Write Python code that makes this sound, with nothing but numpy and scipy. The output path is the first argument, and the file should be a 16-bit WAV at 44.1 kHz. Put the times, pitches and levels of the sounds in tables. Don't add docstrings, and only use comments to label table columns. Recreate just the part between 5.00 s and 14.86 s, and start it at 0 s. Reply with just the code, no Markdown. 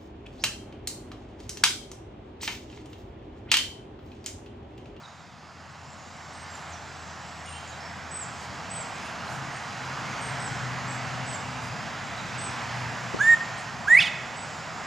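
import sys
import numpy as np
from scipy import signal
from scipy.fft import rfft, irfft
from scipy.io import wavfile
from scipy.ndimage import uniform_filter1d

SR = 44100
rng = np.random.default_rng(int(sys.argv[2]) if len(sys.argv) > 2 else 0)


def digitize_waveform(pressure):
    field = np.atleast_2d(pressure).T
    bounded = np.clip(field, -1, 1)
    quanta = np.round(bounded * 32767).astype(np.int16)
    wavfile.write(sys.argv[1], SR, quanta)


def volts_from_decibels(level):
    exponent = np.asarray(level, float) / 20
    return 10 ** exponent


N = 434826

# time in seconds, pitch in Hz, effort in dB.
WHISTLE_NOTES = [
    [(8.186, 1156, -34), (8.202, 1536, -31), (8.211, 1628, -18.5), (8.232, 1767, -16.5), (8.278, 1822, -18),
     (8.3, 1862, -15.5), (8.34, 1842, -17), (8.354, 1760, -30), (8.37, 1800, -34)],
    [(8.848, 896, -38), (8.87, 1338, -39), (8.885, 1643, -19.5), (8.9, 1785, -17.5), (8.956, 2023, -10.5),
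     (8.975, 2213, -14.5), (8.992, 2535, -11), (9.001, 2660, -16)],
]
# multiple, level in dB.
WHISTLE_OVERTONES = [(1.25, -21.5), (1.75, -36), (2, -29), (3, -46), (3.5, -43), (3.75, -43), (4, -32.5),
                     (4.25, -41), (4.5, -46), (4.75, -42), (5, -39), (5.25, -48), (5.75, -49), (6, -51),
                     (6.5, -47), (6.75, -44), (7, -39)]
# frequency in Hz, gain in dB.
BRANCH_COMB = [(1650, 1.5), (1755, -9.5), (1830, 2.5), (1950, 2), (1985, -7), (2005, 3.5), (2080, -14),
               (2200, 4.5), (2290, 0), (2390, -13), (2470, -3), (2600, -0.5)]
# frequency in Hz, gain in dB.
BEAK_COLOUR = [(3000, -8.5), (7000, 8), (8500, -0.5), (10000, -2), (12500, -13), (14000, -19)]
# time in seconds, pulse rate in Hz, effort in dB.
RASP_CURVE = [(8.998, 1883, -25), (9.003, 1797, -21.5), (9.016, 1480, -23), (9.028, 1347, -21),
              (9.04, 1260, -30), (9.064, 1064, -28), (9.088, 884, -32), (9.1, 800, -46)]
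# frequency in Hz, gain in dB.
THROAT_COLOUR = [(900, -32), (1600, -18), (2100, -8), (2550, -4.5), (3000, -7), (3250, -6), (3520, -2.5),
                 (3900, -15), (4300, -16.5), (4900, -14.5), (5600, -21), (7000, -28), (9000, -31),
                 (14000, -51)]

# start in seconds, length in seconds, top pitch in Hz, last pitch in Hz, level in dB.
PIPER_CALLS = [(1.495, 0.08, 7530, 6270, -56), (3.101, 0.15, 8090, 6600, -43),
               (3.692, 0.15, 8110, 6680, -42), (5.388, 0.11, 8120, 6440, -47),
               (5.87, 0.093, 7700, 7100, -49), (6.254, .118, 8020, 6500, -45),
               (7.371, 0.13, 8100, 7630, -45), (9.35, 0.11, 7900, 7600, -50.5)]
# start in seconds, first pitch in Hz, level in dB.
CHIP_CALLS = [(0.029, 4100, -51.5), (.92, 7600, -58), (2.67, 7400, -47), (2.72, 4050, -52),
              (3.409, 4800, -58), (3.741, 3500, -52), (4.26, 4450, -51), (7.175, 4100, -44.5)]
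# start in seconds, length in seconds, first pitch in Hz, last pitch in Hz, level in dB.
SLUR_CALLS = [(0.068, .04, 6300, 6750, -60.5), (.69, .05, 6600, 7900, -66), (.78, .043, 7000, 8160, -67),
              (1.323, 0.074, 9600, 8050, -59), (1.69, 0.082, 10500, 5500, -52.5),
              (1.84, 0.056, 7700, 6840, -63), (2.06, .079, 7000, 6050, -59),
              (2.506, 0.12, 2970, 3140, -51.5), (3.347, 0.084, 4900, 6700, -57),
              (3.57, .04, 6250, 7500, -64), (8.57, 0.033, 7900, 8370, -53), (8.59, .026, 8400, 9800, -60.5)]
# start in seconds, length in seconds, pitch in Hz, level in dB.
SEEP_CALLS = [(.11, 0.16, 7300, -71), (.85, .1, 7410, -64), (1.1, .1, 7550, -70), (1.39, 0.071, 8240, -57),
              (2.02, .08, 7550, -71), (2.12, 0.39, 7700, -62), (2.127, .25, 7090, -61),
              (2.4, 0.44, 7500, -62), (2.46, 0.035, 2850, -50), (2.495, .1, 2780, -52),
              (2.777, 0.11, 5350, -51), (4.04, 0.045, 9130, -62), (4.547, .07, 7100, -57),
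              (8.704, .05, 7830, -66)]
# start in seconds, length in seconds, first pitch in Hz, level in dB.
SAG_CALLS = [
    (2.426, 0.18, 8850, -51.5),
    (4.505, 0.11, 8600, -58.5),
    (5.194, 0.13, 8460, -45.5),
]
PIPER_LEAN_DB, CHIP_LEAN_DB, SLUR_LEAN_DB, SEEP_LEAN_DB, SAG_LEAN_DB = -3, -3, -5, -1, 7
CHIP_S, CHIP_DIP_SHARE, SAG_HZ_PER_S = 0.04, 0.09, 1200
CHORUS_DB, CHORUS_JOINS_S, CHORUS_SWELL_S, CHORUS_GROWS_DB_PER_S = -65.5, 0.69, 0.18, 0.63

# start in seconds, length in seconds, level in dB.
TWIG_RUSTLES = [(1.5, .13, -57), (2.68, .04, -61), (3.363, .13, -57), (3.974, .16, -56), (4.24, .18, -52.5),
                (5.46, .06, -60), (5.9, .08, -54), (6.29, .08, -52), (6.6, .1, -53), (7.751, 0.095, -58),
                (8.58, 0.046, -63), (9.756, .05, -67.5)]
# start in seconds, length in seconds, level in dB.
AIR_PUFFS = [
    (8.129, 0.028, -35),
    (8.14, .016, -26),
    (8.153, .03, -35.5),
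    (8.177, 0.042, -43),
]

# frequency in Hz, density in dB per Hz.
WASH_COLOUR = [(18, -49), (30, -33.5), (130, 0), (369, -14.5), (575, -10.5), (690, -4.5), (1020, -5.5),
               (1260, -6), (1960, -9), (3670, -19.5), (6880, -23), (8930, -38), (12500, -46), (14300, -53),
               (15600, -64)]
# centre in Hz, width in Hz, height in dB.
HISS_HUMP_HZ_HZ_DB = (5020, 370, 2.8)
# time in seconds, level in dB.
TRAFFIC_SWELL = [(0, -52.5), (.35, -54), (1.5, -47), (2.2, -47), (2.8, -46), (3.1, -46), (3.85, -43),
                 (4.6, -43), (5.15, -40), (5.7, -41.5), (6.55, -42.5), (7.2, -42), (7.7, -41.5), (8.3, -41),
                 (8.8, -43.5), (9.86, -43)]
# centre in seconds, half length in seconds, rise in dB.
NEEDLE_GUSTS = [
    (1.55, 0.21, 1),
    (4.1, 0.16, 1),
    (5.2, 0.51, 0),
    (6.3, 0.86, 2),
    (7.63, 0.31, 3),
]
# frequency in Hz, correlation from 0 to 1.
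PORT_LIKENESS = [(60, 0.64), (180, 1), (380, .76), (700, 0.93), (1650, 0.87), (5000, 1), (8000, 1),
                 (15000, 0.27)]
# frequency in Hz, left over right in dB.
PORT_LEAN = [(60, -6.5), (180, 6.5), (550, 0.5), (1650, -4), (4970, -0.5), (15000, -1.5)]
# frequency in Hz, phase in radians.
PORT_LEAD = [(60, 0.09), (500, -0.24), (2500, 0.18)]
FULL_S = 5.2
RUMBLE_SHARE, ROAR_SHARE, UPPER_SHARE, HISS_SHARE, FIZZ_SHARE = 0.38, 1.005, 1.33, 1, 1.1
LORRY_NEAREST_S, LORRY_PASS_S = 6.67, 3.4
GUST_REACH = 0.26
# time in seconds, firing rate in Hz, level in dB.
ENGINE_GEARS = [
    [(0, 84, -61), (1.5, 84.5, -53), (3.2, 82.8, -50.5), (4.0, 81.5, -62)],
    [(4.25, 131.5, -48), (4.6, 130.1, -49.5), (5.7, 126.5, -40.5), (6.4, 125.7, -43.5), (6.8, 122.5, -47)],
    [(7.15, 123.3, -51.5), (7.6, 123, -45), (8.4, 121.9, -50.5), (9.86, 124, -59.5)],
]

# frequency in Hz, t60 in seconds.
TREE_DECAY = [(500, 0.67), (2000, 0.51), (4000, 0.61), (8000, 0.3), (14000, 0.38)]
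FAR_DB, FAR_STRETCH = -4, 2.6


def evened(x):
    return x / np.sqrt(np.mean(x ** 2) + 1e-20)


def read(points, hz):
    f, value = np.transpose(points)
    return np.interp(np.log(hz + 1), np.log(f + 1), value)


def add(mix, start_s, sound):
    part = mix[..., round(start_s * SR):][..., :sound.shape[-1]]
    part += sound[..., :part.shape[-1]]


def unfold(rows):
    s, *columns = np.transpose(rows)
    t = np.arange(s[0], s[-1], 1 / SR)
    return s[0], [uniform_filter1d(np.interp(t, s, c), size=130, mode="nearest") for c in columns]


def drift(count, size):
    return evened(uniform_filter1d(uniform_filter1d(rng.standard_normal(count), size), size))


def sine(hz):
    return np.sqrt(2) * np.sin(2 * np.pi * np.cumsum(hz) / SR)


def panned(x, lean_db):
    return np.array([x * volts_from_decibels(lean_db / 2), x * volts_from_decibels(-lean_db / 2)])


def quail_whistle(rows):
    start_s, (hz, effort_db) = unfold(rows)
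    tone = volts_from_decibels(effort_db + read(BRANCH_COMB, hz)) * sine(hz)
    for k, db in WHISTLE_OVERTONES:
        effort_share = 0.6 if k % 1 == 0 else 1.3
        drive_db = effort_share * (effort_db + 13.5) - 15
        overtone_db = drive_db + db + read(BEAK_COLOUR, k * hz) + 3.2 * drift(len(hz), size=250)
        tone += volts_from_decibels(overtone_db) * sine(k * hz)
    return start_s, tone * signal.windows.tukey(len(hz), 0.08)


def quail_rasp():
    start_s, (hz, effort_db) = unfold(RASP_CURVE)
    count = len(hz)
    hz = hz * (1 + 0.0037 * drift(count, size=40))
    stack = np.zeros(count)
    for k in range(1, 14):
        gain = volts_from_decibels(read(THROAT_COLOUR, k * hz) + 2.5 * drift(count, size=150))
        stack += gain * sine(k * hz) * (k * hz < 15000)
    throat_gain = volts_from_decibels(read(THROAT_COLOUR, np.fft.rfftfreq(count, 1 / SR)))
    air = irfft(rfft(rng.standard_normal(count)) * throat_gain, count)
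    air = volts_from_decibels(-2.0 - 90 * np.arange(count) / SR) * evened(air)
    return start_s, volts_from_decibels(effort_db) * (stack + air) * signal.windows.tukey(count, 0.08)


def quail():
    out = np.zeros(N)
    for rows in WHISTLE_NOTES:
        add(out, *quail_whistle(rows))
    add(out, *quail_rasp())
    return panned(out, -3.5)


def piper():
    out = np.zeros((2, N))
    for start_s, length_s, top_hz, last_hz, db in PIPER_CALLS:
        u = np.linspace(0, 1, round(length_s * SR))
        hz = top_hz * (1 - 0.036 * (1 - u) ** 5.25) - (top_hz - last_hz) * u ** 5.0
        tone = sine(hz) + volts_from_decibels(-25) * u ** 3.0 * sine(2 * hz)
        tone *= volts_from_decibels(db + 4.2 * u + 3.2 * drift(len(u), size=120))
        left, right = panned(tone * signal.windows.tukey(len(u), 0.3), PIPER_LEAN_DB)
        add(out, start_s, np.array([np.roll(left, 1), right]))
    return out


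def chirp(start_s, length_s, first_hz, last_hz, db, lean_db, flutter_db=4.0):
    u = np.linspace(0, 1, round(length_s * SR))
    hz = last_hz + (first_hz - last_hz) * (1 - u) ** 2.6
    hz = hz * (1 + 0.008 * drift(len(u), size=100))
    level = volts_from_decibels(db + 4.4 * (u - 1.0) + flutter_db * drift(len(u), size=120))
    return start_s, panned(level * sine(hz) * signal.windows.tukey(len(u), 0.6), lean_db)


def small_birds():
    out = np.zeros((2, N))
    for start_s, hz, db in CHIP_CALLS:
        last_hz = hz * (1 - CHIP_DIP_SHARE)
        add(out, *chirp(start_s, CHIP_S, hz, last_hz, db, CHIP_LEAN_DB, flutter_db=5.5))
    for row in SLUR_CALLS:
        add(out, *chirp(*row, SLUR_LEAN_DB))
    for start_s, length_s, hz, db in SEEP_CALLS:
        add(out, *chirp(start_s, length_s, hz, hz, db, SEEP_LEAN_DB))
    for start_s, length_s, hz, db in SAG_CALLS:
        add(out, *chirp(start_s, length_s, hz, hz - SAG_HZ_PER_S * length_s, db, SAG_LEAN_DB))
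    return out


def rustles():
    out = np.zeros((2, N))
    bright = signal.butter(2, [3500, 8500], "bandpass", fs=SR, output="sos")
    for start_s, length_s, db in TWIG_RUSTLES:
        count = round(length_s * SR)
        snaps = rng.standard_normal((3, count)) * volts_from_decibels(3.1 * rng.exponential(1, count))
        ports = snaps[0] + 0.68 * snaps[1:]
        add(out, start_s, volts_from_decibels(db) * evened(signal.sosfilt(bright, ports)) * np.hanning(count) ** 0.42)
    return out


def puffs():
    out = np.zeros((2, N))
    low = signal.butter(2, [70, 520], "bandpass", fs=SR, output="sos")
    for start_s, length_s, db in AIR_PUFFS:
        lump = signal.sosfilt(low, rng.standard_normal((2, 4000)))[:, -round(length_s * SR):]
        port_db = db + np.array([[2.5], [-2.5]])
        add(out, start_s, volts_from_decibels(port_db) * evened(lump) * np.hanning(lump.shape[1]))
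    return out


def swell(t):
    s, db = np.transpose(TRAFFIC_SWELL)
    return np.interp(t, s, db) - np.interp(FULL_S, s, db)


def road():
    frames, hz = N // 256 + 5, np.fft.rfftfreq(1024, 1 / SR)
    a, b, c, d, patches = rng.standard_normal((frames, 513, 5)).T
    patches = evened(uniform_filter1d(uniform_filter1d(patches, size=8, axis=0), size=50, axis=1))
    t = np.arange(frames) * 256 / SR
    layers_db = np.outer([RUMBLE_SHARE, ROAR_SHARE, UPPER_SHARE, HISS_SHARE, FIZZ_SHARE], swell(t))
    layers_db[0] -= 10 * np.log10(1 + ((t - LORRY_NEAREST_S) / LORRY_PASS_S) ** 2)
    gust_db = sum(db * np.exp(-((t - s) / half_s) ** 2) for s, half_s, db in NEEDLE_GUSTS)
    layers_db[2:] += np.outer([1, GUST_REACH, GUST_REACH], gust_db)
    centres = np.log([200, 900, 2300, 5000, 10000])
    shares = np.array([np.interp(np.log(hz + 1), centres, row) for row in np.eye(5)])
    hump_hz, hump_width_hz, hump_db = HISS_HUMP_HZ_HZ_DB
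    colour_db = read(WASH_COLOUR, hz) + hump_db * np.exp(-((hz - hump_hz) / hump_width_hz) ** 2)

    same = np.clip(read(PORT_LIKENESS, hz), -1, 1)[:, None]
    left = a + 1j * b
    right = same * left + np.sqrt(1 - same ** 2) * (c + 1j * d)
    right = right * np.exp(-1j * read(PORT_LEAD, hz))[:, None]
    lean = volts_from_decibels(read(PORT_LEAN, hz) / 2)[:, None]
    level = volts_from_decibels(colour_db[:, None] + shares.T @ layers_db + 1.06 * patches)
    z = np.array([left * lean, right / lean]) * level
    wash = signal.istft(z, nperseg=1024, noverlap=768)[1][:, :N]
    return volts_from_decibels(-34.0) * wash / np.std(wash[:, 5 * SR:7 * SR])


def engine():
    out = np.zeros(N)
    for rows in ENGINE_GEARS:
        start_s, (hz, db) = unfold(rows)
        hz = hz * (1 + 0.0136 * drift(len(hz), size=4000))
        tone = sine(hz) * volts_from_decibels(2.2 * drift(len(hz), size=3000))
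        tone += volts_from_decibels(-10.5 + 2.7 * drift(len(hz), size=5000)) * sine(2 * hz)
        add(out, start_s, volts_from_decibels(db) * tone * signal.windows.tukey(len(hz), 0.1))
    return panned(out, 4.3)


def chorus():
    out = np.zeros((2, N))
    for when, length, pitch, glide, size, lean in rng.random((450, 6)):
        u = np.linspace(0, 1, round((0.03 + 0.09 * length) * SR))
        hz = 7750 - 1300 * pitch ** 1.6 + 500 * (glide - 0.7) * u
        hz = hz * (1 + 0.012 * drift(len(u), size=90))
        pipe = sine(hz) * np.hanning(len(u)) * volts_from_decibels(6 * size)
        add(out, when * N / SR, panned(pipe, 16 * (lean - 0.5)))
    t = np.arange(N) / SR
    joined = 0.5 + 0.5 * np.tanh((t - CHORUS_JOINS_S) / CHORUS_SWELL_S)
    return evened(out) * joined * volts_from_decibels(CHORUS_DB + CHORUS_GROWS_DB_PER_S * t)


def trees(x, wet_db, alike):
    taps = np.zeros((2, SR))
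    at = np.arange(500, SR - 20, 20) + rng.integers(0, 20, (2, (SR - 501) // 20))
    np.put_along_axis(taps, at, rng.choice([-1., 1.], at.shape), 1)
    taps[1] += alike * taps[0]
    hz, t, z = signal.stft(taps, SR, nperseg=256)
    fall_db = -60 * t / read(TREE_DECAY, hz)[:, None]
    fall = volts_from_decibels(fall_db) + volts_from_decibels(FAR_DB + fall_db / FAR_STRETCH)
    tail = signal.istft(z * fall, SR, nperseg=256)[1]
    tail /= np.linalg.norm(tail, axis=1)[:, None]
    return x + volts_from_decibels(wet_db) * signal.fftconvolve(x, tail, axes=1)[:, :N]


def scene():
    birds = trees(quail(), wet_db=-13.5, alike=2.2)
    birds = birds + trees(piper() + small_birds(), wet_db=-4.0, alike=0.37)
    haze = trees(chorus(), wet_db=2.0, alike=1.0)
    return birds + rustles() + puffs() + road() + engine() + haze


def roll_off(x):
    return signal.sosfilt(signal.butter(12, 15610, fs=SR, output="sos"), x)


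def record(dry):
    x = signal.sosfilt(signal.butter(2, 42, "highpass", fs=SR, output="sos"), dry)
    hz, t, z = signal.stft(x, SR, nperseg=1024)
    power = uniform_filter1d((abs(z) ** 2).mean(0), size=9, axis=0)
    ragged = uniform_filter1d(rng.standard_normal(power.shape), size=14, axis=0)
    ragged = evened(uniform_filter1d(ragged, size=2, axis=1))
    whistle = power[(hz > 7000) & (hz < 9000)].max(0)
    threshold = whistle * volts_from_decibels(2 * (-34.5 + 2.5 * ragged))
    hidden = (uniform_filter1d(power, size=3, axis=1) < threshold) & (hz[:, None] > 8500)
    hidden &= abs(hz[:, None] - 11200 + 250 * ragged) > 500
    mix = signal.istft(z * ~hidden, SR, nperseg=1024)[1][:, :N]
    return roll_off(mix)


dry = scene()
out = record(dry)
digitize_waveform(out)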